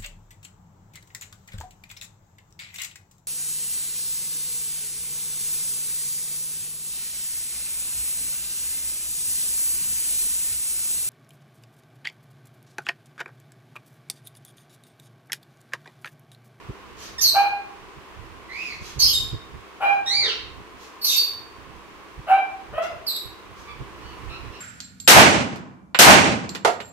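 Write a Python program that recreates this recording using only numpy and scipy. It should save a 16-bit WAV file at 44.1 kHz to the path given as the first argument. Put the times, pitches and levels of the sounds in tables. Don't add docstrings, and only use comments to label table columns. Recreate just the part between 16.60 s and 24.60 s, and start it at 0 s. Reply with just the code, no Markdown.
import sys
import numpy as np
from scipy import signal
from scipy.fft import rfft, irfft, next_fast_len
from scipy.io import wavfile
from scipy.ndimage import uniform_filter1d, minimum_filter1d, map_coordinates

SR = 44100
rng = np.random.default_rng(int(sys.argv[2]) if len(sys.argv) > 2 else 0)


def wrap_up_sound(samples):
    columns = np.atleast_2d(samples).T
    tamed = np.clip(columns, -1, 1)
    steps = np.round(tamed * 32767).astype(np.int16)
    wavfile.write(sys.argv[1], SR, steps)


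N = 353020
TOP_HZ = 15750

# (frequency [Hz], gain [dB])
AIR_SPECTRUM = [(110, -27), (180, -13), (225, -8.5), (327, 0), (366, -2), (394, 0.5), (425, -1.5),
                (595, -10), (653, -8.5), (1060, -7), (1350, -7), (2600, -10), (3990, -18), (5700, -22.5),
                (15600, -36.5)]
# (centre [Hz], width [Hz], peak gain [dB])
HOUSING_RESONANCES = [(390, 390, 1), (1064, 232, 9)]
# (time [s], level [dB]); near the end the bird's rustling swells it
AIR_LEVEL = [(0, -49), (6.9, -49), (7.7, -45.5), (8, -47)]
# (frequency [Hz], gain [dB])
RUMBLE_SPECTRUM = [(12, -37), (20, -13.5), (59, -5.5), (128, -5.5), (166, -9.5), (203, -17), (231, -20),
                   (260, -7), (340, -36), (570, -120)]
# (time [s], level [dB])
RUMBLE_CURVE = [(0.0, -60), (0.42, -51), (0.96, -59), (2.27, -54.5), (2.6, -43.5), (3.14, -60), (3.7, -53),
                (4.28, -69), (5.17, -57.5), (5.84, -64.5), (6.08, -51), (6.62, -61.5), (7.33, -46),
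                (8.0, -52)]
# (frequency [Hz], level [dB])
HUM_TONES = [(63, -68), (196, -65), (328, -64.5), (392, -69)]
# (frequency [Hz], correlation [-1 to 1])
FAN_ALIKE = [(60, 0.031), (180, -0.34), (550, 0.82), (1650, 0.13), (4970, -0.083), (15000, -0.11)]
# (frequency [Hz], left over right [dB])
FAN_LEAN = [(60, -24.5), (110, -17.5), (200, -10), (380, 2), (700, 0), (1290, -1.0), (2380, -2),
            (4400, -2.5), (8120, -1.5), (15000, -8)]
# (start [s], level [dB], length [s])
BEDDING_BUMPS = [(0.085, -26.5, 0.032), (1.352, -43, 0.054), (2.205, -32, 0.032), (2.351, -30, 0.055),
                 (2.712, -25.5, 0.065), (2.919, -37, 0.069), (3.965, -40, 0.072), (5.564, -34, .06),
                 (6.073, -42, 0.092), (6.644, -36.5, 0.034), (7.181, -31.5, 0.067)]
# (frequency [Hz], gain [dB])
BUMP_SPECTRUM = [(15, -41), (45, 4.5), (75, -2), (140, -1), (220, -14.5), (400, -16), (1200, -58),
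                 (4000, -97)]
# (start [s], length [s], level [dB])
HISS_TIMES = [(0.358, 0.15, -46), (1.878, 0.33, -52), (2.198, 0.14, -46.5), (3.234, 0.14, -59),
              (4.166, 0.12, -53.5), (6.215, 0.035, -45), (6.947, 0.1, -57)]
# (frequency [Hz], gain [dB])
HISS_SPECTRUM = [(1500, -6), (3500, -3), (6500, -2.5), (8500, -16), (13000, -16), (15700, -28)]
# (start [s], length [s], rise [s], first pitch [Hz], last pitch [Hz], peak level [dB], fade [dB],
#  roughness [0-1], first brightness [dB/octave], last brightness [dB/octave])
SQUEAK_NOTES = [ (.58, 0.025, .004, 1860, 1764, -28, 3, 0.042, -7.5, -3.5),
                (.602, .05, .035, 5450, 5150, -22.5, 4.5, 0.95, -4, 5.5),
                (.606, .04, 0.013, 6195, 6265, -19, 5, 0.11, -16, 8),
                (.633, .072, 0.0097, 4825, 4036, -15.5, 4, 0.063, -2, -3.5),
                (2.389, .05, 0.016, 6280, 6070, -19, 17, 0.16, -21, 0),
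                (2.392, 0.073, 0.035, 4380, 4537, -14, 14.5, 0.34, -1, 0),
                (2.418, 0.084, 0.012, 5170, 5096, -14, 15.5, 0.1, 2, -14),
                (2.438, 0.0904, 0.056, 3396, 3146, -26.5, 1.5, 0.36, -2, -3.5),
                (2.525, 0.056, 0.017, 3860, 3654, -20, 3, 0.022, -1, -16),
                (4.411, 0.04, 0.029, 4380, 4450, -27, 0, 0.081, 0, 8),
                (4.438, .036, .009, 4440, 4340, -16, 19, 0.071, 1.5, 8),
                (4.442, 0.13, 0.0048, 5580, 6170, -21.5, 15, 0.84, 0.5, -1),
                (4.467, 0.0915, 0.025, 4090, 3667, -21.5, 5, .12, -10, -8),
                (4.502, 0.071, 0.021, 3100, 2612, -28, 4.5, 0.61, -2, -9),
                (4.556, 0.0597, 0.025, 4207, 4636, -16, 5, 0.019, 10.5, -7),
                (6.463, .06, 0.015, 5134, 3800, -22.5, 8.5, 0.073, 5.5, -3.5),
                (6.548, 0.027, 0.017, 3850, 3884, -26.5, 4, 0.17, -13.5, 5)]
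# (frequency [Hz], gain [dB])
SQUEAK_COLOUR = [(1700, -18), (2700, -5), (3600, -7), (4600, 13.5), (6400, -6), (7200, -6), (8600, -10.5),
                 (10000, -12), (11500, -5.5), (13200, -0.5), (14300, -17), (15700, -31)]
# (start [s], length [s], rise [s], first pitch [Hz], last pitch [Hz], peak level [dB], fade [dB],
#  roughness [0-1], first brightness [dB/octave], last brightness [dB/octave], glide [s])
HOOT_NOTES = [ (0.737, 0.15, 0.03, 698.6, 805.3, -12, 6, 0.023, 0, -4.5, 0.0142),
              (3.2, 0.14, 0.037, 723, 799, -11.5, 2, 0.017, 0.5, -4.5, .013),
              (5.667, 0.15, 0.048, 715, 786.9, -10, 12.5, 0.0066, -2.5, -2, 0.0441),
              (6.122, .152, 0.015, 575.6, 704.6, -27, 1.5, 0.11, 0, 2.5, .2),
              (6.174, .028, .009, 633, 654, -14, 14, 0.037, -8, 3, .02)]
# (frequency [Hz], gain [dB])
HOOT_COLOUR = [(300, -24.5), (600, -0.5), (800, -3.5), (1450, 2), (1900, -13.5), (2400, -7.5), (2800, -2.5),
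               (3350, -22.5), (4000, -25), (6000, -34.5), (13000, -34)]
# (start [s], length [s], time to crest [s],
#  first pitch [Hz], crest pitch [Hz], last pitch [Hz], crest level [dB], roughness [0-1],
#  first brightness [dB/octave], last brightness [dB/octave])
WHISTLE_NOTES = [ (1.885, .255, .145, 1997, 2596, 2152, -34.5, 0.21, -27.5, -15),
                 (3.458, .278, .12, 1844, 2328, 1330, -21.5, 0.074, 1.5, -8.5),
                 (7.07, 0.052, 0.043, 1162, 1169, 1188, -42.5, 0.12, -24, -17),
                 (7.409, .13, 0.0583, 1400, 1497, 1450, -53, 0.1, -1, -11),
                 (7.689, 0.092, 0.065, 1285, 1341, 1320, -42.5, 0.31, -15, -14.5),
                 (7.92, 0.059, 0.029, 1350, 1398, 1293, -47.5, 0.38, 0, -9)]
# (frequency [Hz], gain [dB])
WHISTLE_COLOUR = [(1100, -24.5), (1800, -7.5), (2400, -4), (3200, 3), (4600, 4.5), (5700, -5),
                  (6600, -11.5), (7700, -18), (9500, -23), (11500, -29), (15500, -44)]
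CROAK_AND_CLUCK = [(3.62, .09, 0.063, 600, 412.3, -29, 9.1, .2, -6, -27),
                   (6.317, .02, 0.0022, 639, 476, -28, 14, 0.49, -8, -13)]
# (frequency [Hz], 60 dB decay time [s])
WALL_T60 = [(300, 0.57), (800, 0.6), (2400, 0.57), (4500, 0.47), (8000, 0.39), (13000, 0.37)]
# (frequency [Hz], correlation [-1 to 1])
RING_ALIKE = [(300, 0.99), (800, 0.38), (1600, 0.026), (4000, 0.063)]


def amp(db):
    return 10 ** (np.asarray(db) / 20)


def unit(x):
    return x / np.sqrt(np.mean(x ** 2) + 1e-20)


def along(points, hz):
    f, v = np.transpose(points)
    return np.interp(np.log(hz + 1), np.log(f + 1), v)


def wobble(rate_hz, n):
    knots = rng.standard_normal(int(n * rate_hz / SR) + 4)
    return map_coordinates(knots, [np.arange(n) * rate_hz / SR])


def filtered(x, response):
    n = x.shape[-1]
    m = next_fast_len(n + 8192)
    return irfft(rfft(x, m) * response(np.fft.rfftfreq(m, 1 / SR)), m)[..., :n]


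def coloured(x, spectrum):
    return unit(filtered(x, lambda hz: amp(along(spectrum, hz))))


def pair(alike, n):
    def mid_side_gains(hz):
        turn = np.arccos(np.clip(along(alike, hz), -1, 1)) / 2
        return np.array([np.cos(turn), np.sin(turn)])
    mid, side = filtered(rng.standard_normal((2, n)), mid_side_gains)
    return np.array([mid + side, mid - side])


def panned(x, lean_db):
    return x * amp(np.array([[lean_db], [-lean_db]]) / 2)


def add(track, start_s, x):
    part = track[..., round(start_s * SR):][..., :x.shape[-1]]
    part += x[..., :part.shape[-1]]


def fan():
    t = np.arange(N) / SR
    rumble_db = np.interp(t, *np.transpose(RUMBLE_CURVE))
    air_db = np.interp(t, *np.transpose(AIR_LEVEL))

    def housing(hz):
        return amp(sum(db / (1 + (2 * (hz - centre) / width) ** 2)
                       for centre, width, db in HOUSING_RESONANCES))

    air = amp(air_db + 4.0) * coloured(filtered(pair(FAN_ALIKE, N), housing), AIR_SPECTRUM)
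    surge_db = rumble_db - 2.5 + 5.1 * wobble(13, N)
    rumble = amp(surge_db) * coloured(pair(FAN_ALIKE, N), RUMBLE_SPECTRUM)
    drone = np.zeros(N)
    for hz, db in HUM_TONES:
        phase = 2 * np.pi * hz * t + 1.05 * wobble(2.35, N)
        drone += amp(db) * np.sqrt(2) * np.sin(phase)
    hum = amp(.5 * (rumble_db - rumble_db.mean())) * drone
    return filtered(air + rumble + hum, lambda hz: amp(np.outer([1, -1], along(FAN_LEAN, hz)) / 2))


def bedding():
    out = np.zeros((2, N))
    for start_s, db, length_s in BEDDING_BUMPS:
        n = int(length_s * SR)
        swell = np.hanning(n) * pair([(50, 0.19)], n)
        push = np.pad(swell, ((0, 0), (n, n)))
        bump = amp(db - 10.0) * panned(coloured(push, BUMP_SPECTRUM), -4.5)
        add(out, start_s - length_s, bump)
    return out


def bedroom(x, direct_db, wet_db, lean_db, wall_lean_db):
    n = int(.7 * SR)
    hz, t, z = signal.stft(pair(RING_ALIKE, n), SR, nperseg=256)
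    decay = amp(-60 * t / along(WALL_T60, hz)[:, None])
    tail = signal.istft(z * decay, SR, nperseg=256)[1][:, :n]
    tail *= np.clip(np.arange(n) / SR / 0.0013, 0, 1) / np.linalg.norm(tail[0])
    response = amp(wet_db) * panned(tail, wall_lean_db)
    response[[0, 1], [4, 0]] += amp(direct_db) * panned(1, lean_db)[:, 0]
    return signal.fftconvolve(x[None], response, axes=1)


def hisses():
    out = np.zeros((2, N))
    for start_s, length_s, db in HISS_TIMES:
        n = int(length_s * SR)
        swell = np.sin(np.pi * np.arange(n) / n)
        hiss = amp(db) * swell * coloured(rng.standard_normal(n), HISS_SPECTRUM)
        add(out, start_s, bedroom(hiss, direct_db=-9.0, wet_db=5.5, lean_db=-19.5, wall_lean_db=0.0))
    return out


def syrinx(controls, throat, jitter, flutter_hz, rasp_hz, air_db, even_db, fraying):
    pitch_hz, db, rough, bright = controls
    n = len(pitch_hz)
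    t = np.arange(n) / SR
    rough = np.clip(rough, 0, 1)
    flutter = 1 + jitter * np.sqrt(rough) * wobble(flutter_hz, n)
    phase = 2 * np.pi * np.cumsum(pitch_hz * flutter) / SR
    k = np.arange(1, 7)[:, None]
    sizes_db = along(throat, k * pitch_hz) + bright * np.log2(k) + even_db * (k % 2 == 0)
    sizes = amp(sizes_db) * (k * pitch_hz < TOP_HZ)
    sizes /= np.linalg.norm(sizes, axis=0)
    fray = np.array([wobble(rasp_hz, n) + 1j * wobble(rasp_hz, n) for _ in k])
    clean = (1 - rough) ** (k ** fraying)
    envelope = np.sqrt(2 * clean) + np.sqrt(1 - clean) * fray
    voice = np.sum(sizes * np.real(envelope * np.exp(1j * k * phase)), 0)
    puffs = rng.standard_normal(n) * (1 + np.cos(phase))
    air = amp(air_db) * np.sqrt(rough) * coloured(puffs, throat)
    edges = np.clip(np.minimum(t, t[-1] - t) / .005, 0, 1)
    return edges * amp(db) * (voice + air)


def note(length_s, rise_s, first_hz, last_hz, peak_db, fade_db, rough, first_bright, last_bright,
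         glide_s, swell_db, catch, onset_dull=0):
    t = np.arange(int(length_s * SR)) / SR
    settled = np.expm1(-t / glide_s) / np.expm1(-length_s / glide_s)
    pitch_hz = first_hz + (last_hz - first_hz) * settled
    swell = swell_db * np.clip(1 - t / rise_s, 0, 1) ** 1.52
    fade = fade_db * np.clip((t - rise_s) / max(length_s - rise_s, 1 / SR), 0, 1)
    rasp = rough + (1 - rough) * np.exp(-t / (catch * rise_s))
    bright = np.linspace(first_bright, last_bright, len(t)) - onset_dull * np.exp(-t / rise_s)
    return pitch_hz, peak_db - swell - fade, rasp, bright


def squeaks():
    out = np.zeros((2, N))
    for start_s, *shape in SQUEAK_NOTES:
        controls = note(*shape, glide_s=.027, swell_db=13, catch=0.2)
        call = syrinx(controls, SQUEAK_COLOUR, jitter=0.0458, flutter_hz=495.0, rasp_hz=898,
                      air_db=-3.5, even_db=0.0, fraying=.2)
        add(out, start_s, bedroom(call, direct_db=-2.5, wet_db=0.5, lean_db=-5.5, wall_lean_db=-1.0))
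    return out


def hoots():
    out = np.zeros((2, N))
    for start_s, *shape in HOOT_NOTES:
        controls = note(*shape, swell_db=25, catch=0.47, onset_dull=13.4)
        call = syrinx(controls, HOOT_COLOUR, jitter=.025, flutter_hz=200, rasp_hz=280,
                      air_db=-2.5, even_db=-10, fraying=.8)
        add(out, start_s, bedroom(call, direct_db=-6.5, wet_db=-5.5, lean_db=1.5, wall_lean_db=.3))
    return out


def arch(length_s, crest_s, first_hz, crest_hz, last_hz, crest_db, rough, first_bright, last_bright):
    t = np.arange(int(length_s * SR)) / SR
    ease = np.cos(np.pi / 2 * np.interp(t, [0, crest_s, length_s], [0, 1, 2])) ** 2
    pitch_hz = crest_hz + (np.where(t < crest_s, first_hz, last_hz) - crest_hz) * ease
    octaves = np.log2(pitch_hz / crest_hz)
    attack_db = -10 * np.clip(1 - t / 0.018, 0, 1)
    db = crest_db + 11.5 * octaves + attack_db
    bright = np.linspace(first_bright, last_bright, len(t))
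    return pitch_hz, db, rough + .28 * (t / length_s) ** 5.9, bright


def whistles():
    out = np.zeros((2, N))
    for start_s, *shape in WHISTLE_NOTES:
        call = syrinx(arch(*shape), WHISTLE_COLOUR, jitter=0.038, flutter_hz=600, rasp_hz=503,
                      air_db=-15.5, even_db=3.0, fraying=1.8)
        add(out, start_s, bedroom(call, direct_db=-1.5, wet_db=0.5, lean_db=-6.0, wall_lean_db=-2.0))
    return out


def croak_and_cluck():
    out = np.zeros((2, N))
    for start_s, *shape in CROAK_AND_CLUCK:
        controls = note(*shape, glide_s=0.0251, swell_db=12, catch=0.42)
        call = syrinx(controls, HOOT_COLOUR, jitter=0.081, flutter_hz=196, rasp_hz=279,
                      air_db=-1.0, even_db=-10, fraying=.8)
        add(out, start_s, bedroom(call, direct_db=-6, wet_db=-9.0, lean_db=2.0, wall_lean_db=-2.0))
    return out


def scene():
    return fan() + bedding() + hisses() + squeaks() + hoots() + whistles() + croak_and_cluck()


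def record(dry):
    needed = 1 / np.maximum(1, np.abs(dry).max(0) / .8)
    gain = uniform_filter1d(minimum_filter1d(needed, size=441), size=441)
    return filtered(dry * gain, lambda hz: hz < TOP_HZ)


dry = scene()
out = record(dry)
wrap_up_sound(out)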